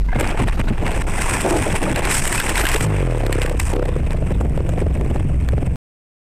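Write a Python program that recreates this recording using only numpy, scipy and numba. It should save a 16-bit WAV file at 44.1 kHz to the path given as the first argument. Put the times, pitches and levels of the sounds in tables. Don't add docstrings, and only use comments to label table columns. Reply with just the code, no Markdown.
import sys
import numpy as np
from scipy import signal
from scipy.fft import rfft, irfft, next_fast_len
from scipy.io import wavfile
from scipy.ndimage import uniform_filter1d, map_coordinates
from numba import njit

SR = 44100
rng = np.random.default_rng(int(sys.argv[2]) if len(sys.argv) > 2 else 0)


def dump_mix(stems):
    frames = np.atleast_2d(stems).T
    limited = np.clip(frames, -1, 1)
    pcm = np.round(limited * 32767).astype(np.int16)
    wavfile.write(sys.argv[1], SR, pcm)


def gain_from_decibels(decibels):
    exponent = np.asarray(decibels, float) / 20
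    return 10 ** exponent


N = 273890
CUT_S = 5.7585

# (time [s], relative boom level [dB])
BODY_SHAKING = [(0.0, -10.5), (0.1, -20), (0.38, -26), (0.51, -14), (0.78, -24), (1.08, -25.5),
                (1.2, -27.5), (1.7, -29), (1.92, -26), (2.38, -28.5), (2.85, -19.5)]
# (time [s], relative scraping level [dB], relative share of fine twigs [dB])
BRUSH_THICKNESS = [(0.0, -44.5, -17), (0.13, -42.5, -20), (0.16, -27, -15), (0.43, -23.5, -14),
                   (0.72, -32.5, -18), (1.0, -30.5, -9.5), (1.2, -27.5, -4), (1.6, -29, -3.5),
                   (2.05, -24, -12.5), (2.15, -30, 7), (2.5, -24, -4), (2.75, -21.5, -7.5), (2.83, -27, 3),
                   (2.88, -31, -13.5), (3.3, -35.5, -10), (3.42, -29, -10), (3.56, -42, -9.5),
                   (3.62, -40.5, 3), (3.71, -29, -2.5), (3.76, -39, -13), (4.28, -39, -11),
                   (5.75, -41, -10.5)]
# (middle [s], depth [dB], length [s])
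LOST_TOUCH = [(0.181, 10.5, 0.011), (0.349, 11.5, 0.047), (0.459, 17, 0.026), (0.554, 14.5, 0.039),
              (0.632, 23, 0.018), (0.659, 31, 0.021), (0.767, 15.5, 0.017), (1.031, 26.5, 0.017),
              (1.056, 23, 0.023), (1.803, 10, 0.068), (1.938, 18, 0.011), (2.016, 15, 0.011),
              (2.212, 10, 0.021), (2.291, 5.5, 0.026), (2.541, 8.5, 0.044), (2.632, 6.5, 0.013),
              (2.791, 8, 0.019)]
# (release [s], level over the brush [dB], swell time [s])
BRANCH_DRAGS = [(0.214, 10, 0.021), (0.49, 7, 0.03), (0.7, 11.5, 0.036), (2.6, 9, 0.019),
                (3.601, 29, 0.0059), (4.625, 2.5, 0.043), (5.21, 5, 0.074), (5.59, 7.5, 0.092)]
# (time [s], drumming level [dB], groan level [dB], time to fall 60 dB [s])
LIMB_BEATS = [(0.154, -17, -23, 0.95), (0.392, -17, -24.5, 0.18), (0.591, -11.5, -17.5, 0.15),
              (0.704, 5.5, -3.5, 0.064), (0.819, -22, -23, 0.98), (1.445, -41, -9.5, 0.38),
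              (1.513, -33.5, -13, 0.22), (1.55, -32, -16, 0.14), (1.66, -25, -7, 0.061),
              (1.733, -13, -10, 0.067), (1.815, -25, -22, 0.1), (1.911, -18.5, -15, 0.17),
              (2.739, -24.5, -20, 0.12)]
# (time [s], relative snap level [dB], thud level relative to the snap [dB])
SNAPS = [(0.161, -22.5, 3), (0.1983, -6, 1), (0.209, 4.5, 5.5), (0.227, -11.5, 15), (0.284, -35.5, 8),
         (0.304, -23.5, 0), (0.478, -6.5, 13.5), (0.5966, -17, -2), (0.6856, -21, 5), (0.8367, -25.5, 2),
         (0.9171, -15, 5.5), (1.009, -21.5, -4), (1.1581, -27, -5), (1.3038, -16, 2.5), (1.411, -8.5, -8.5),
         (1.498, -18, -8), (1.753, -12.5, -13), (1.818, -15.5, -11), (1.9603, -6, -22.5), (1.992, -5, 8),
         (2.021, -22.5, 12.5), (2.052, -8.5, -17.5), (2.114, 8.5, -39.5), (2.151, 1.5, -18.5),
         (2.2533, -4, -18), (2.276, 4.5, -20), (2.326, 7.5, -22.5), (2.3574, -10, -25), (2.378, -9, -10),
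         (2.4, 15, -18), (2.415, -1, -20), (2.4648, -7.5, -18), (2.493, -1.5, -23.5), (2.5558, -5.5, -23),
         (2.5777, 4.5, -20), (2.6527, 9.5, -29.5), (2.667, 13.5, -22), (2.6882, 9, -6.5), (2.7167, 3, -14),
         (2.761, 4, -19), (2.808, -5, -19.5), (2.8273, -12.5, -20.5), (2.867, -19, 15), (3.2653, -10.5, 0),
         (3.327, -0.5, -12), (3.418, -7.5, -9.5), (3.4617, -11, -2.5), (3.496, -16, -9),
         (3.6014, -8.5, -23), (3.734, -15.5, 9.5), (3.7604, -18.5, 2), (3.8547, -21, -1),
         (4.1075, -14.5, 7), (4.306, -23.5, 18), (4.409, -13.5, 16), (4.452, -24.5, 29), (4.575, -19, 17.5),
         (4.6916, -15, 16), (4.818, -32, 11), (5.011, -21, 19.5), (5.159, -23, 25), (5.488, -13, 13)]
# (time [s], middle pitch [Hz], relative level [dB], time to fall 60 dB [s])
RING_NOTES = [(0.086, 973, -21, 0.11), (0.086, 1603, -29, 0.53), (.088, 2080, -25.5, 0.27),
              (.128, 726, -20.5, 0.16), (0.129, 1645, -22.5, 0.2), (0.154, 2130, -16.5, 0.1),
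              (1.751, 9660, -32.5, 1.1), (2.6, 12230, -31, 1.3), (2.72, 12230, -30, 0.56),
              (1.447, 510.5, -10, 0.26), (1.449, 680, -13, 0.28), (1.51, 335, -9, 0.13),
              (1.81, 284, -14.5, 0.074), (1.905, 306, -13, .12), (2.321, 1700, -16, 0.042),
              (2.355, 1700, -21.5, .05), (2.38, 2590, -11.5, .05)]
# (time [s], relative rocking level [dB], relative panel buzz level [dB])
ENGINE_EFFORT = [(2.82, -20, -25.5), (2.97, -14.5, -28.5), (3.07, -11, -25.5), (3.36, -11.5, -21),
                 (3.55, -15, -29), (3.64, -20, -68), (3.73, -6, -12), (4.0, -17.5, -31),
                 (4.15, -10.5, -30.5), (4.45, -24, -26), (4.54, -10, -43), (4.61, -15, -25),
                 (4.8, -16.5, -23.5), (5.19, -13, -25), (5.25, -13, -37), (5.45, -12.5, -34.5),
                 (5.57, -12.5, -26), (5.75, -14, -33.5)]
# (time [s], rate [Hz])
FIRING_RATE = [(2.82, 55), (2.9, 52), (2.96, 47.5), (3.05, 43.58), (3.3, 34.07), (3.5, 30.65), (3.6, 24.45),
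               (3.7, 27.61), (3.76, 34.39), (3.9, 29.11), (4.05, 27.8), (4.2, 24.84), (4.33, 22.32),
               (4.5, 17.9), (4.63, 23.26), (4.8, 23.73), (4.98, 19.11), (5.15, 20.96), (5.3, 22.14),
               (5.45, 20.77), (5.76, 21.58)]
# (middle [Hz], width [Hz], level [dB])
SHELL_MODES = [(47.6, 5.3, 0), (86.7, 28.7, -1), (131.4, 18, 2.5), (164.5, 27.5, -1)]
# (middle [Hz], width [Hz], level [dB])
PANEL_MODES = [(315.7, 68.5, -4), (464, 248, -6), (662, 226, -8), (873, 110, -11.5)]
# (middle [Hz], width [Hz], level [dB])
TRIM_MODES = [(725, 346, 3), (1100, 160, 1.5), (1660, 247, 11), (2020, 630, 10), (2740, 140, 7)]
# (middle [Hz], width [Hz], level [dB])
LOOSE_PANEL_MODES = [(491.2, 17.4, 0)]
# (frequency [Hz], relative level [dB])
DRUM_COLOUR = [(47, -53.5), (80, 8), (129, 3.5), (248, -2.5), (320, -6.5), (420, -25), (700, -120)]
# (frequency [Hz], relative level [dB])
SCRAPE_COLOUR = [(530, -11.5), (900, 10), (1080, 9), (1200, 3), (1660, 7.5), (2580, 8), (3750, -13),
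                 (5000, -47), (6500, -39), (11000, -120)]
# (frequency [Hz], relative level [dB])
TWIG_COLOUR = [(2470, -8), (4200, -20.5), (5250, -9), (6400, -11.5), (7140, -10.5), (7920, -1), (8880, -2),
               (10900, -19), (14000, -19.5), (14800, -28.5), (15500, -39)]

BOUNCE_FIRST_HZ, BOUNCE_LAST_HZ, BOUNCE_SLOWS_S = 49.94, 18.5, .45
USUAL_SCRAPE_DB = -24
DRUM_DB, DRUM_FOLLOWS, GROAN_DB, GROAN_FOLLOWS = -21.5, 0.2, -26, 0.67
WHIPS_PER_S, WHIP_HZ, WHIP_OCTAVES, WHIP_CYCLES, WHIP_DB = 200, 1700, 1.36, 4, -5
SNAP_T60_S = 0.024
CRACK_DB, CRACK_T60_S = 1.5, 0.0042
SNAP_COLOUR_DB = 6
IDLE_HZ, FIRST_TURN = 21.38, -.09
SWING_LEADS = 0.466
BUZZ_TURN, BUZZ_TURN_PER_HZ = 1.03, .008
BUZZ_SLIPS = .42
BUZZ_SWELL_DB, BUZZ_DROPS = 11, 0.08
TICK_DB = -19.5
SHUDDER_DB, SHUDDER_DB_PER_HZ = -12.5, .95
RING_DB, RING_RACING_DB, RING_STALLING_DB = -30, 12.5, 13
RACING_FROM_HZ, RACING_FULL_HZ = 42, 48


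def unit(x):
    return x / np.sqrt(np.mean(x ** 2) + 1e-20)


def noise():
    return rng.standard_normal(N)


def curves(rows):
    s, *cols = np.transpose(rows)
    return [np.interp(np.arange(N) / SR, s, c) for c in cols]


def wobble(rate):
    return unit(map_coordinates(rng.standard_normal(int(N * rate / SR) + 4), [np.arange(N) * rate / SR]))


def filtered(x, response):
    m = next_fast_len(N + SR // 2)
    return irfft(rfft(x, m) * response(np.fft.rfftfreq(m, 1 / SR)), m)[:N]


def coloured(x, spectrum):
    f, db = np.transpose(spectrum)
    return unit(filtered(x, lambda hz: gain_from_decibels(np.interp(np.log(hz + 1), np.log(f + 1), db))))


def resonant(x, modes):
    def response(f):
        total = 0
        for k, (middle, width, db) in enumerate(modes):
            peak = 1j * f * width / (middle * middle - f * f + 1j * f * width)
            total = total + (-1) ** k * gain_from_decibels(db) * peak
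        return total
    return filtered(x, response)


def brush_levels():
    scrape_db, twig_db = curves(BRUSH_THICKNESS)
    t = np.arange(N) / SR
    drags_db = sum(db * np.exp(np.minimum(t - s, 0) / swell) * (t < s) for s, db, swell in BRANCH_DRAGS)
    lulls_db = sum(db * np.exp(-(2 * (t - s) / length) ** 4) for s, db, length in LOST_TOUCH)
    return scrape_db - lulls_db, twig_db, drags_db


def shell():
    boom_db, = curves(BODY_SHAKING)
    t = np.arange(N) / SR
    bounce_hz = BOUNCE_LAST_HZ + (BOUNCE_FIRST_HZ - BOUNCE_LAST_HZ) * np.exp(-t / BOUNCE_SLOWS_S)
    bounce = np.sin(2 * np.pi * np.cumsum(bounce_hz * (1 + 0.095 * wobble(12.17))) / SR)
    boom = unit(resonant(noise(), SHELL_MODES[:1]))
    lurch = coloured(noise(), [(4, -37.0), (12, 8.0), (40, 0.5), (100, -8.5), (160, -115.5)])
    return gain_from_decibels(boom_db + 6.5) * (1.17 * bounce + 0.68 * boom + 0.99 * lurch)


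def panels():
    t = np.arange(N) / SR
    touch_db = brush_levels()[0] - USUAL_SCRAPE_DB
    drum_gain = gain_from_decibels(DRUM_DB + DRUM_FOLLOWS * touch_db)
    groan_gain = gain_from_decibels(GROAN_DB + GROAN_FOLLOWS * touch_db)
    for s, drum_db, groan_db, t60 in LIMB_BEATS:
        onset = np.clip((t - s) / 0.0081, 0, 1)
        dying = gain_from_decibels(-60 * np.abs(t - s) / t60) * onset
        drum_gain = drum_gain + gain_from_decibels(drum_db) * dying
        groan_gain = groan_gain + gain_from_decibels(groan_db) * dying
    drum = gain_from_decibels(4.06 * wobble(25.27)) * coloured(noise(), DRUM_COLOUR)
    groan = gain_from_decibels(2.1 * wobble(30.14) + 2.5 * wobble(90)) * resonant(noise(), PANEL_MODES)
    return drum_gain * unit(drum) + groan_gain * unit(groan)


def body():
    moving = np.arange(N) / SR < BODY_SHAKING[-1][0]
    return moving * (shell() + panels())


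def whips():
    when, size, pitch = rng.random((round(WHIPS_PER_S * N / SR), 3)).T
    hz = (WHIP_HZ * 2 ** (WHIP_OCTAVES * (2 * pitch - 1)))[:, None]
    t = np.arange(700) / SR
    loudness = gain_from_decibels(-3 * np.log(size + .02))[:, None]
    envelope = np.exp(-hz * t / WHIP_CYCLES) * (1 - np.exp(-t / .001))
    tones = loudness * np.sin(2 * np.pi * hz * t) * envelope
    at = (when * N).astype(int)[:, None] + np.arange(len(t))
    return unit(np.bincount(at.ravel(), tones.ravel(), N + len(t))[:N])


def brush():
    scrape_db, twig_db, drags_db = brush_levels()
    releases = (rng.random(N) < 75 / SR) * rng.exponential(size=N)
    bending = unit(filtered(releases, lambda hz: 1 / (1 - 1j * hz / 24)))
    bunches = (1.2 + bending) * gain_from_decibels(1.29 * wobble(160))
    grains = rng.standard_normal((2, N)) * gain_from_decibels(2.7 * rng.exponential(size=(2, N)))
    scrape = unit(bunches * gain_from_decibels(0.29 * wobble(54)) * coloured(grains[0], SCRAPE_COLOUR))
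    twigs = unit(bunches * gain_from_decibels(0.66 * wobble(60)) * coloured(grains[0] + grains[1], TWIG_COLOUR))
    mix = scrape + gain_from_decibels(twig_db + 4.0) * twigs + gain_from_decibels(WHIP_DB) * whips()
    return gain_from_decibels(scrape_db + drags_db + 1.0) * mix


def rings():
    out = np.zeros(N + SR)
    t = np.arange(SR // 2) / SR
    waver = np.pad(wobble(150), (0, SR))
    for s, hz, db, t60 in RING_NOTES:
        start = round(s * SR)
        depth = min(hz / 1500, 1.2)
        tone = np.sin(2 * np.pi * hz * t + depth * waver[start:][:len(t)])
        out[start:][:len(t)] += gain_from_decibels(db - 60 * t / t60) * tone * (1 - t / t[-1])
    return out[:N] * gain_from_decibels(2.5 * wobble(66))


def snaps():
    cracks = np.zeros((len(TRIM_MODES) + 1, N + SR))
    thuds = np.zeros(N + SR)
    t = np.arange(SR // 2) / SR
    for s, db, thud_db in SNAPS:
        start = round(s * SR)
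        envelope = gain_from_decibels(-60 * t / SNAP_T60_S) + gain_from_decibels(CRACK_DB - 60 * t / CRACK_T60_S)
        burst = envelope * rng.standard_normal(len(t))
        colour_db = SNAP_COLOUR_DB * rng.uniform(-1, 1, (len(cracks), 1))
        cracks[:, start:][:, :len(t)] += gain_from_decibels(db + colour_db) * burst
        thuds[start:][:len(t)] += gain_from_decibels(db + thud_db + 9.5) * burst
    trim = sum(resonant(crack[:N], [mode]) for crack, mode in zip(cracks, TRIM_MODES))
    bright = resonant(cracks[-1, :N], [(7460, 900, -7.0)])
    return gain_from_decibels(-11.0) * trim + bright + resonant(thuds[:N], PANEL_MODES)


def softened(blows):
    return filtered(blows, lambda hz: 1 / (1 + 1j * hz / 450) ** 3)


def loose_panel(turns, size, rate_hz, stalling):
    slip = BUZZ_SLIPS * np.clip((rate_hz - 35) / 4, 0, 1)
    buzz_turn = BUZZ_TURN - BUZZ_TURN_PER_HZ * (rate_hz - IDLE_HZ) - slip
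    past = turns - buzz_turn
    slaps = softened(np.diff(np.floor(past + 0.081), prepend=0) * size)
    ticks = unit(resonant(np.diff(np.floor(past + 0.0801), prepend=0) * size, TRIM_MODES))
    angle = 2 * np.pi * past
    rebound = 0.78 * np.clip((rate_hz - 30) / 6, 0, 1)
    touch = np.exp((0.64 + 0.16 * stalling - rebound) * np.cos(angle) + rebound * np.cos(2 * angle))
    swell = gain_from_decibels(BUZZ_SWELL_DB * (1 - 0.37 * stalling) * ((past - BUZZ_DROPS) % 1))
    contact = unit(touch * swell) * size
    buzz = 0.34 * gain_from_decibels(3.0 * wobble(35)) * unit(resonant(slaps, PANEL_MODES[1:2]))
    buzz = buzz + (0.83 + 0.32 * stalling) * unit(resonant(noise(), PANEL_MODES[:3]))
    buzz = buzz + 0.7 * (1 - stalling) * unit(resonant(noise(), LOOSE_PANEL_MODES))
    return contact * buzz + gain_from_decibels(TICK_DB) * ticks


def shell_ring(turns, size, rate_hz, stalling):
    firings = softened(np.diff(np.floor(turns + 0.1336), prepend=0) * size)
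    racing_db = np.interp(rate_hz, (RACING_FROM_HZ, RACING_FULL_HZ), (0, RING_RACING_DB))
    level_db = RING_DB + racing_db + RING_STALLING_DB * stalling + 2.8 * wobble(16)
    return gain_from_decibels(level_db) * unit(resonant(firings, SHELL_MODES[1:]))


def shudder(rate_hz):
    rumble = coloured(noise(), [(10, -30.5), (25, -8.0), (60, 7.5), (140, -6.5), (350, -19.0),
                                (700, -27.5), (1500, -63.0)])
    return gain_from_decibels(SHUDDER_DB - SHUDDER_DB_PER_HZ * (rate_hz - IDLE_HZ)) * rumble


def engine():
    rock_db, buzz_db = curves(ENGINE_EFFORT)
    rate_hz, = curves(FIRING_RATE)
    running = np.arange(N) / SR > FIRING_RATE[0][0]
    stalling = np.clip((27 - rate_hz) / 5, 0, 1)
    turns = np.cumsum(rate_hz * running) / SR + FIRST_TURN + (.015 + .025 * stalling) * wobble(14)
    size = gain_from_decibels((1.5 + 2.8 * stalling) * wobble(25))
    swing = np.cos(2 * np.pi * (turns - .03 + SWING_LEADS * stalling))
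    rock = .15 * swing + 1.5 * swing ** 7
    throbs = gain_from_decibels(rock_db) * rock + shell_ring(turns, size, rate_hz, stalling)
    buzz = gain_from_decibels(buzz_db) * loose_panel(turns, size, rate_hz, stalling)
    return running * (throbs + buzz + shudder(rate_hz))


def scene():
    return (body() + brush() + rings() + snaps() + engine())[None]


@njit
def held_level(level, top, release):
    out, held = np.empty_like(level), top
    for i in range(len(level)):
        held = max(level[i], top + (held - top) * release)
        out[i] = held
    return out


def roll_off(x):
    return signal.sosfilt(signal.butter(12, 15820, fs=SR, output="sos"), x)


def record(dry):
    level = uniform_filter1d(np.abs(dry[0]), size=80)
    ducked = dry[0] * 0.28 / held_level(level, 0.32, np.exp(-1 / (0.017 * SR)))
    clipped = ducked / (1 + np.abs(ducked / 0.23) ** 6) ** (1 / 6)
    tilted = filtered(clipped, lambda hz: 1j * hz / (5 + 1j * hz) / (1 + (hz / 14600) ** 30))
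    mix = tilted * (np.arange(N) < CUT_S * SR)
    return roll_off(mix[None])


dry = scene()
out = record(dry)
dump_mix(out)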